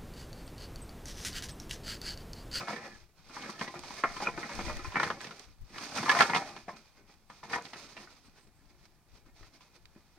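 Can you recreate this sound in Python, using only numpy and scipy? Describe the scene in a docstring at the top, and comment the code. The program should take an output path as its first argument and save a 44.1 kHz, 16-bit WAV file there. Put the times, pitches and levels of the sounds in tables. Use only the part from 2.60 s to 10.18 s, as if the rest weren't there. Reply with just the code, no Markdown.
"""Thin wooden boards are turned over and stacked on dry ground, a few metres away in the open air.
Each impact excites the damped modes of the pile, with a crack and a short rattle; stick-slip friction
drives the same modes as the boards slide. A woven sack rustles, and splinters and strips snap.
Turbulent wind buffets the two microphone ports, chiefly the left, over a faint hush and a few high chirps.
"""
import sys
import numpy as np
from scipy import signal
from scipy.fft import rfft, irfft
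from scipy.io import wavfile

SR = 44100
rng = np.random.default_rng(int(sys.argv[2]) if len(sys.argv) > 2 else 0)


def transcribe(u):
    """Save the signal u as a 16-bit wav file named by the first command-line argument.

    u: samples, shape (n,) or (channels, n), limited to [-1, 1]; the rate is SR.
    q: integer samples, one column per channel.
    """
    v = np.clip(np.atleast_2d(u).T, -1, 1)
    q = np.round(v * 32767).astype(np.int16)
    wavfile.write(sys.argv[1], SR, q)


N = 334278
TIME, FREQS = np.arange(N) / SR, np.fft.rfftfreq(N, 1 / SR)

# impacts: t/s, level/dB, f/Hz of the struck board, relative level/dB of low modes, crack, middle modes
KNOCKS = [(0.008, -30.5, 1155, -17, -26, -10), (0.083, -27.5, 963, -19, -14, -10),
          (0.129, -31, 1920, -4, -15, -5), (0.162, -33, 1785, -18, -10, -23),
          (0.246, -38, 1560, -6, -17, -11), (0.697, -41.5, 1057, -5, -19, -14),
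          (0.767, -31, 1090, -17, -32, -24), (0.822, -42, 1800, 1, -3, -18),
          (0.894, -32.5, 1340, -6, -33, -10), (0.994, -45, 2460, -3, 4, -10),
          (1.012, -21.5, 1110, -9.5, -15.5, -3.5), (1.077, -32.5, 1037, -6, -8.5, -3),
          (1.14, -34.5, 1230, -10, -17, 2), (1.235, -37.5, 913, -25, -9, -25),
          (1.306, -34, 1000, -11, -15, -22), (1.438, -14, 1353, -15.5, -27, -10),
          (1.511, -34.5, 900, -2, -29, -5), (1.565, -31.5, 1037, -8, -10, -11),
          (1.603, -28.5, 986, -15, -20, -4), (1.621, -26.5, 830, -3, -18, 0),
          (1.668, -29, 1016, -32, -23, 1), (1.683, -24.5, 847, -5, -22, -9),
          (1.777, -25.5, 1274, 1.5, -27, 9), (1.83, -29.5, 2050, -13, -16, -25),
          (1.894, -32, 937, -26, -12, -18), (1.991, -25.5, 739, -11, -24, -5),
          (2.009, -29, 1260, -6, -15, -19), (2.064, -33, 2070, 3, -17, -12),
          (2.096, -29.5, 1210, -14, -23, -21), (2.192, -33.5, 1260, -1.5, -22, -17),
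          (2.246, -33.5, 1037, -19, -20, -23), (2.321, -36.5, 990, -15.5, -10.5, -20),
          (2.343, -30, 1100, -3.5, -17, -26), (2.357, -18.5, 2307, -41, -30.5, -10),
          (2.368, -18, 1375, -8, -21.5, -15), (2.398, -16, 1400, -32, -17.5, -20),
          (2.432, -16, 1347, -33, -15, -11.5), (2.445, -40.5, 1040, -27, -14.5, -20),
          (2.474, -28, 1410, -16, -26.5, -19), (2.502, -20, 1243, -11, -18.5, -8.5),
          (2.606, -34, 1540, -16, -8.5, -23), (2.644, -34.5, 2330, -29, -5.5, -17),
          (2.67, -38, 1740, -28, -4, -24), (2.709, -37, 1390, -9, -8, -14),
          (3.144, -43, 2190, -26, -14, -17), (3.159, -37, 2325, -30, -14, -31),
          (3.182, -34.5, 1127, -30, -6.5, -27), (3.317, -46.5, 1390, 8, -1, -15),
          (3.363, -31, 1080, -10, -12, -14.5), (3.38, -29.5, 1920, -12, -18, -20.5),
          (3.43, -25, 656, -7, -21, -8), (3.458, -22.5, 1200, -17.5, -20, -12.5),
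          (3.482, -21.5, 900, -18, -18.5, -12.5), (3.494, -10, 1700, -30.5, -14.5, -18),
          (3.515, -16, 1217, -29.5, -18, -21.5), (3.549, -18, 1240, -16.5, -26.5, -12.5),
          (3.57, -18.5, 993, -23.5, -16, -19.5), (3.589, -17, 2030, -10.5, -12.5, -20),
          (3.607, -7.5, 1355, -33.5, -14.5, -27.5), (3.62, -20.5, 900, -32, -5.5, -17),
          (3.697, -21, 960, -23, -17, -21), (3.735, -15, 1950, -29, -27.5, -12.5),
          (3.748, -16, 743, -23, -12, -14.5), (3.761, -17, 964, -23.5, -13, -22),
          (3.818, -32, 792, -30, -32, -25), (3.887, -51.5, 655, -37, -22.5, -11),
          (3.964, -36, 734, -10, -9, -11), (4.081, -32.5, 1760, -2, -35, 16),
          (4.089, -31, 1038, -29, -41, -16), (4.129, -40, 695, -2, -27, -2),
          (4.166, -47, 1300, -23, -15, -22), (4.7, -38.5, 1222, -30, -15, -20),
          (4.831, -38, 890, -25, -21.5, -18), (4.899, -37.5, 910, -8, -13.5, -15),
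          (4.931, -26, 980, -34.5, -15, -28), (4.934, -22.5, 1894, -28, -17, -20),
          (4.959, -24, 978, -27, -22, -12), (4.983, -29, 1130, -20, -18, 0),
          (5.053, -43.5, 2530, -24, -0.5, -18), (5.134, -33.5, 2600, -29, -7.5, -23),
          (5.367, -38.5, 2740, -24, -8.5, -6), (5.472, -45.5, 1500, -25, -28, -24),
          (5.869, -52.5, 560, 9, -21.5, -13), (6.668, -53, 500, 11, -20, -9),
          (6.829, -49, 1850, -27, -10, -20), (7.008, -52.5, 1015, -25, -2, -17),
          (7.361, -42, 326, 11, -35, -10)]
# modes of the pile: f/Hz, level/dB, T60/s before contact damping
PILE_MODES = [(160, 7.5, 0.035), (215.6, 5.5, 0.17), (272, 4, 0.084), (312, 1.5, 0.11), (353, 1.5, 0.26),
              (415, 1, 0.085), (477, -2, 0.15), (560, -3, 0.18), (606, -3.5, 0.22), (694, 1.5, 0.13),
              (791, 0.5, 0.1), (817, -0.5, .16), (910, -5, 0.19), (992, -3.5, 0.15), (1030, -3.5, 0.31),
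              (1080, -5.5, .15), (1196, -1.5, 0.12), (1303, -0.5, .15), (1370, 3, 0.05), (1500, 0, 0.062),
              (1589, -10.5, 0.057), (1725, 3, 0.071), (1830, 1, .12), (1950, -0.5, .11), (2110, -1, .11),
              (2190, -1.5, 0.17), (2277, -5, 0.3), (2440, 1.5, 0.079), (2460, -9.5, 0.15)]
LOW_MODE_HZ, MID_MODE_HZ = 450, 800  # upper limits of the low and middle modes
# spectrum of an impact's crack: f/Hz, relative level/dB
CRACK_SPECTRUM = [(1590, -14), (2700, 2.5), (5860, -9.5), (7160, -36.5), (8950, -27), (9940, -40.5),
                  (15000, -38), (16000, -42)]
# steady handling between impacts: t/s, sliding level/dB, rustle level/dB
EFFORT = [(0, -59, -54.5), (.2, -40.5, -55), (.35, -56.5, -60.5), (.55, -82, -81), (.75, -46, -50.5),
          (.95, -47, -58), (1.18, -62, -59), (1.39, -40, -49.5), (1.44, -73, -54), (1.64, -33.5, -48.5),
          (1.74, -47, -55.5), (1.95, -40, -48), (2.3, -45.5, -56.5), (2.6, -44.5, -56), (2.84, -60.5, -58),
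          (2.96, -80, -77), (3.19, -50, -51), (3.36, -40.5, -46), (3.6, -26.5, -40.5), (3.8, -37, -52),
          (3.99, -53, -55), (4.05, -70.5, -66.5), (4.68, -83, -77), (4.95, -55, -57.5), (5.25, -60, -56),
          (5.5, -60, -66), (5.56, -74, -72.5), (6.45, -72, -83), (7.58, -71, -73.5)]
# a hand shifts the load: t/s, hold/s, sliding level/dB, rustle level/dB
SHOVES = [(0, 0.0074, -33.5, -51.5), (0.093, 0.015, -30, -49.5), (0.253, .01, -44, -58),
          (0.582, 0.017, -63, -66), (0.861, 0.045, -47, -54.5), (1.024, 0.032, -41, -49),
          (1.149, 0.015, -42.5, -55), (1.62, .02, -37, -48), (1.787, .02, -48, -60),
          (1.98, 0.019, -42, -51), (2.091, 0.0087, -38, -63), (2.239, 0.033, -45.5, -50.5),
          (2.466, 0.023, -45, -49), (2.62, 0.022, -59, -49), (3.196, .02, -48, -62),
          (3.372, 0.0067, -28.5, -36.5), (4.085, 0.017, -66, -59), (4.163, 0.013, -73, -56),
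          (4.37, 0.018, -56, -68), (4.488, 0.033, -61, -66.5), (4.705, 0.08, -64, -64),
          (4.835, 0.011, -43, -56.5), (4.898, 0.034, -34.5, -54), (5.169, 0.021, -51, -51.5),
          (5.38, 0.04, -51.5, -60), (5.519, 0.0044, -70, -61.5), (5.574, 0.0086, -70, -65),
          (5.646, 0.023, -65.5, -70), (5.777, .005, -61.5, -62.5), (6.008, .005, -71, -87),
          (6.1, .01, -68.5, -67), (6.195, 0.035, -75, -69.5), (6.252, 0.013, -68, -66.5),
          (6.494, .01, -73, -73.5), (6.555, 0.0082, -66, -64), (6.662, .01, -61.5, -68),
          (6.776, 0.053, -76, -63.5), (6.863, 0.0089, -81, -64.5), (6.943, 0.0089, -67, -62),
          (7.021, 0.017, -70, -65), (7.149, .01, -62, -66.5), (7.374, .01, -79, -77),
          (7.557, .02, -68, -77)]
# spectrum of the sack's rustle as coloured by the microphone: f/Hz, relative level/dB
SACK_SPECTRUM = [(180, -28), (300, -6.5), (1360, -3), (1610, -8), (2500, -2), (2800, -9), (4900, -4.5),
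                 (6500, -9), (7200, -18), (8700, -15.5), (9500, -18.5), (10000, -24), (15000, -29),
                 (16000, -36.5)]
# spectrum of eddies at the ports: f/Hz, relative level/dB
WIND_SPECTRUM = [(20, 1), (35, -4.5), (70, -7), (110, -8.5), (200, -27.5), (400, -55.5)]
# gusts: t/s, hold/s, level/dB
GUSTS = [(.3, .08, -58), (1.18, 0.16, -56), (1.48, 0.31, -52.5), (1.98, 0.19, -38.5), (2.24, 0.048, -39),
         (2.45, 0.076, -53), (2.87, 0.025, -51.5), (3.01, 0.012, -44.5), (3.14, 0.025, -51),
         (3.58, .02, -52.5), (4.89, .05, -63), (5.86, 0.012, -61), (6.2, 0.026, -58), (6.52, .03, -54.5),
         (6.674, .01, -55), (6.715, .03, -57), (6.81, .01, -49), (7.25, 0.024, -54)]
# spectrum of the open-air background: f/Hz, relative level/dB
HUSH_SPECTRUM = [(59, -44), (100, -17.5), (160, -3.5), (189, -12.5), (481, -23), (535, -18.5), (854, -16),
                 (1280, -24), (1830, -24), (2080, -27.5), (16000, -31.5)]
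# splinters and strips breaking: t/s, level/dB, centre f/Hz
SNAPS = [(0.9994, -48, 4000), (1.147, -45, 4550), (1.1927, -33, 4200), (1.5449, -46, 3810),
         (1.952, -33.5, 5030), (2.17, -33, 4400), (2.422, -42.5, 3397), (2.614, -35, 3810),
         (2.795, -35, 3500), (3.3762, -31, 4020), (3.5748, -41, 5040), (3.7219, -37, 3830),
         (5.023, -44, 4800), (7.2554, -40.5, 2390)]
# faint high chirps: t/s, duration/s, start f/Hz, end f/Hz, level/dB
CHIRPS = [(4.672, 0.062, 8500, 8300, -75), (5.628, 0.065, 8600, 8300, -71), (5.779, 0.11, 8480, 8170, -71),
          (5.946, 0.067, 8300, 8000, -74)]
# likeness of the sound at the two ports: f/Hz, coherence (0 to 1)
COHERENCE = [(60, .96), (300, .985), (800, .975), (1300, .82), (2500, .7), (4000, .4), (6500, .1),
             (16000, .0)]
# shadowing of the ports: f/Hz, left minus right level/dB
PORT_BALANCE = [(60, -1), (110, -3), (200, -1), (380, 2), (700, 1), (1290, 2), (2380, -1), (4400, -9.5),
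                (8120, -7.5), (15000, 3)]
# lead of the left port over the right: f/Hz, phase/rad
PORT_PHASE = [(300, 0), (1210, .25), (1460, .3), (1720, -1), (1980, -1.1), (2580, .5), (3700, -.5),
              (5400, 2), (16000, 2)]


def undb(db):
    """Amplitude ratio corresponding to a level in dB."""
    return 10 ** (np.asarray(db) / 20)


def along(table, hz):
    """Interpolation of a (frequency, value) table on a logarithmic frequency axis."""
    at, value = np.transpose(table)
    return np.interp(np.log(np.maximum(hz, 1)), np.log(at), value)


def unit(x):
    """Normalisation to unit RMS amplitude."""
    return x / np.sqrt(np.mean(x ** 2))


def pair(mid, side, hz):
    """Partial coherence: left and right are the weighted sum and difference of independent signals."""
    alike = along(COHERENCE, hz)
    return np.array([np.sqrt(1 + alike) * mid + sign * np.sqrt(1 - alike) * side for sign in (1, -1)])


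def coloured(spectrum, gate=1.):
    """Source and filter: stereo noise is gated before it is coloured, so each grain rings out."""
    mid, side = rfft(gate * rng.standard_normal((2, N)))
    return irfft(pair(mid, side, FREQS) * undb(along(spectrum, FREQS)), N)


def decay(x, ms):
    """Exponential relaxation: each impulse dies away with the given time constant."""
    return signal.lfilter([1], [1, -np.exp(-1000 / (ms * SR))], x)


def grains(per_second, spread_db, length_ms):
    """Shot noise: the envelope of random decaying contacts, most small and a few large."""
    hits = (rng.random(N) < per_second / SR) * undb(spread_db * rng.exponential(size=N))
    return unit(decay(hits, length_ms))


def highpass(x, hz):
    """Third-order bass roll-off: little sounds below the given frequency."""
    return signal.sosfilt(signal.butter(3, hz, "high", fs=SR, output="sos"), x)


def swells(start, hold, db, rise_db_s, fall_db_s, bed_db):
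    """Incoherent addition: the level in dB of events that rise, hold and fall over a bed."""
    t = TIME[::64]
    drop_db = np.maximum(rise_db_s * (start[:, None] - t), fall_db_s * (t - (start + hold)[:, None]))
    power = np.sum(undb(db[:, None] - np.maximum(drop_db, 0)) ** 2, axis=0)
    return 10 * np.log10(np.interp(TIME, t, power) + undb(bed_db) ** 2)


def board_knocks(focus_oct=.72, scatter_db=3, detune=.018, damping_db_s=600, contact_ms=.35,
                 touch_db=-20, bounce_db=-7, fade_db=-10, rattle_ms=21):
    """Impact excitation: a light touch, the hit and its rebounds ring the pile's modes and crack."""
    out, crack = np.zeros((2, N + SR)), np.zeros(N + SR)
    hz, db, t60 = np.transpose(PILE_MODES)
    t = np.arange(SR // 8) / SR
    contact = np.hanning(int(contact_ms * SR / 1000) + 3)  # wood on wood yields a little
    lead = SR // 500  # samples from first touch to hit
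    mode_draws = rng.standard_normal((len(KNOCKS), 4, len(hz)))
    bounce_draws = rng.random((len(KNOCKS), 2, 14))
    for knock, (scatter, place, side, mistune), (when, size) in zip(KNOCKS, mode_draws, bounce_draws):
        s, peak_db, ring_hz, low_db, crack_db, mid_db = knock
        near = np.exp(-(np.log2(hz / ring_hz) / focus_oct) ** 2)
        own = near == near.max()  # the struck board's own mode
        lift_db = np.select([hz < LOW_MODE_HZ, hz < MID_MODE_HZ], [low_db + 8, mid_db + 6], 8 * near)
        weight = undb(db + scatter_db * scatter + lift_db + 5 * own)
        pitch = np.where(own, ring_hz, hz * (1 + detune * mistune))
        # the point of impact sets the sign of each mode
        port_gains = pair(np.sign(place + 9 * own), side, hz) * weight
        modes = np.exp(np.outer(2j * np.pi * pitch - np.log(1000) / t60, t)).imag
        # neighbouring boards damp the ring, least that of the struck one
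        modes *= undb(-damping_db_s * np.outer(1 - .69 * own, t))
        force = np.zeros(SR // 10)
        force[[0, lead // 2, lead]] = undb(touch_db), undb(touch_db / 2), 1
        rebounds = lead + (rattle_ms * when * SR / 1000).astype(int)
        np.add.at(force, rebounds, undb(bounce_db + fade_db * when) * (2 * size - 1))
        ring = signal.fftconvolve(port_gains @ modes, np.convolve(force, contact)[None], axes=1)
        start = int(s * SR) - lead
        out[:, start:start + ring.shape[1]] += ring * undb(peak_db) / np.abs(ring.mean(axis=0)).max()
        crack[start:start + len(force)] += np.abs(force) * undb(peak_db + crack_db)
    cracks = coloured(CRACK_SPECTRUM, gate=decay(crack[:N], ms=4))
    return highpass(out[:, :N], hz=152) + undb(1.5) * highpass(cracks, hz=1500)


def handling(shove_rise_db_s=447, shove_fall_db_s=281.5, drag_rise_db_s=2499, drag_fall_db_s=318.5):
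    """Power summation: effort, shoves and the drag of struck boards set the sliding and rustle levels."""
    s, slide_db, rustle_db = np.transpose(EFFORT)
    start, hold, boards_db, sack_db = np.transpose(SHOVES)
    blow, peak_db, _, _, crack_db, _ = np.transpose(KNOCKS)
    # a shove within 8 ms of a blow sets in as sharply as the drag
    struck = np.abs(start[:, None] - blow).min(axis=1, keepdims=True) < .008
    rise = np.where(struck, drag_rise_db_s, shove_rise_db_s)
    levels = []
    for steady_db, shove_db, drag_db in ((slide_db, boards_db, peak_db - 12.5),
                                         (rustle_db, sack_db, peak_db + crack_db - 10)):
        shoved_db = swells(start, hold, shove_db, rise, shove_fall_db_s, np.interp(TIME, s, steady_db))
        levels.append(swells(blow, 0, drag_db, drag_rise_db_s, drag_fall_db_s, shoved_db))
    return levels


def board_sliding(slide_db, damping=1.64, drift_db=5):
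    """Stick-slip friction: dense contacts drive the pile's modes, damped by the boards that touch."""
    out = 0
    low_db = -3 - .3 * (slide_db + 43)  # harder scraping is brighter: the low modes grow less
    contacts = grains(700, spread_db=3, length_ms=.91) * undb(slide_db)
    for hz, db, t60 in PILE_MODES:
        pole = np.exp((2j * np.pi * hz - damping * np.log(1000) / t60) / SR)
        drift = np.interp(TIME, np.arange(100) / 12, rng.standard_normal(100))  # the mode comes and goes
        mid, side = signal.lfilter([1], [1, -pole], contacts * rng.standard_normal((2, N))).imag
        gain = np.sqrt(1 - abs(pole)) * undb(db + low_db * (hz < LOW_MODE_HZ) + drift_db * drift)
        out = out + pair(mid, side, hz) * gain
    return highpass(out, hz=108) * undb(-17)


def sack_rustle(rustle_db, flutter_db=2):
    """Friction noise: woven strips rub in fine grains over a hiss that flutters as folds give way."""
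    flutter = np.interp(TIME, np.arange(200) / 25, rng.standard_normal(200))
    gate = (.81 + .37 * grains(1000, spread_db=4.5, length_ms=4)) * undb(flutter_db * flutter)
    rub = highpass(unit(coloured(SACK_SPECTRUM, gate)), hz=200)
    sheen = highpass(rub, hz=9000)
    sheen_gain = undb(-.2 * (rustle_db + 56.5))  # falls as the rubbing grows harder
    return (rub - sheen + sheen * sheen_gain) * undb(rustle_db + 2)


def wind(right_db=-8.5):
    """Turbulent pressure: eddies rumble independently at each port, in gusts over a breeze."""
    eddies = rng.standard_normal((2, N)) * (.8 + .4 * grains(60, spread_db=3.5, length_ms=8.8))
    rumble = unit(irfft(rfft(eddies) * undb(along(WIND_SPECTRUM, FREQS)) * (FREQS > 15), N))
    level_db = swells(*np.transpose(GUSTS), rise_db_s=400.5, fall_db_s=249, bed_db=-63)
    return rumble * undb(level_db + np.array([[0], [right_db]]))


def hush():
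    """Stationary noise: the faint broadband background of the open air."""
    return unit(coloured([(40, -30.5)] + HUSH_SPECTRUM)) * undb(-71)


def snaps(decay_cycles=6):
    """Brittle fracture: a splinter or strip releases a few cycles of noise in a two-octave band."""
    out, t = np.zeros((2, N + SR)), np.arange(SR // 100) / SR
    for s, peak_db, centre_hz in SNAPS:
        burst = rng.standard_normal((2, len(t))) * np.exp(-t * centre_hz / decay_cycles)
        band = signal.butter(2, [centre_hz / 2, 2 * centre_hz], "band", fs=SR, output="sos")
        snap = signal.sosfilt(band, burst)
        start = int(s * SR)
        out[:, start:start + len(t)] += snap * undb(peak_db) / np.abs(snap).max()
    return out[:, :N]


def chirps(width_hz=300):
    """Amplitude modulation: low-pass noise broadens short, slightly falling tones into breathy chirps."""
    tones = np.zeros(N)
    wobble = unit(decay(rng.standard_normal(N), ms=1000 / (2 * np.pi * width_hz)))
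    for s, length, start_hz, end_hz, db in CHIRPS:
        progress = np.clip((TIME - s) / length, 0, 1)
        phase = 2 * np.pi * np.cumsum(start_hz + (end_hz - start_hz) * progress) / SR
        tones += undb(db) * np.sqrt(np.sin(np.pi * progress)) * np.sin(phase)
    return tones * wobble


def scene():
    """Linear superposition: the pressures of all sources add at each port."""
    slide_db, rustle_db = handling()
    return (hush() + board_knocks() + snaps() + chirps()
            + board_sliding(slide_db) + sack_rustle(rustle_db) + wind())


def record(dry, cutoff_hz=15800):
    """Acoustic shadowing: the left port loses treble and shifts in phase; both ports are low-passed."""
    half = undb(along(PORT_BALANCE, FREQS) / 2) * np.exp(.5j * along(PORT_PHASE, FREQS))
    heard = irfft(rfft(dry) * [half, 1 / half], N)
    return signal.sosfilt(signal.ellip(10, .2, 80, cutoff_hz, fs=SR, output="sos"), heard)


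dry = scene()
out = record(dry)
transcribe(out)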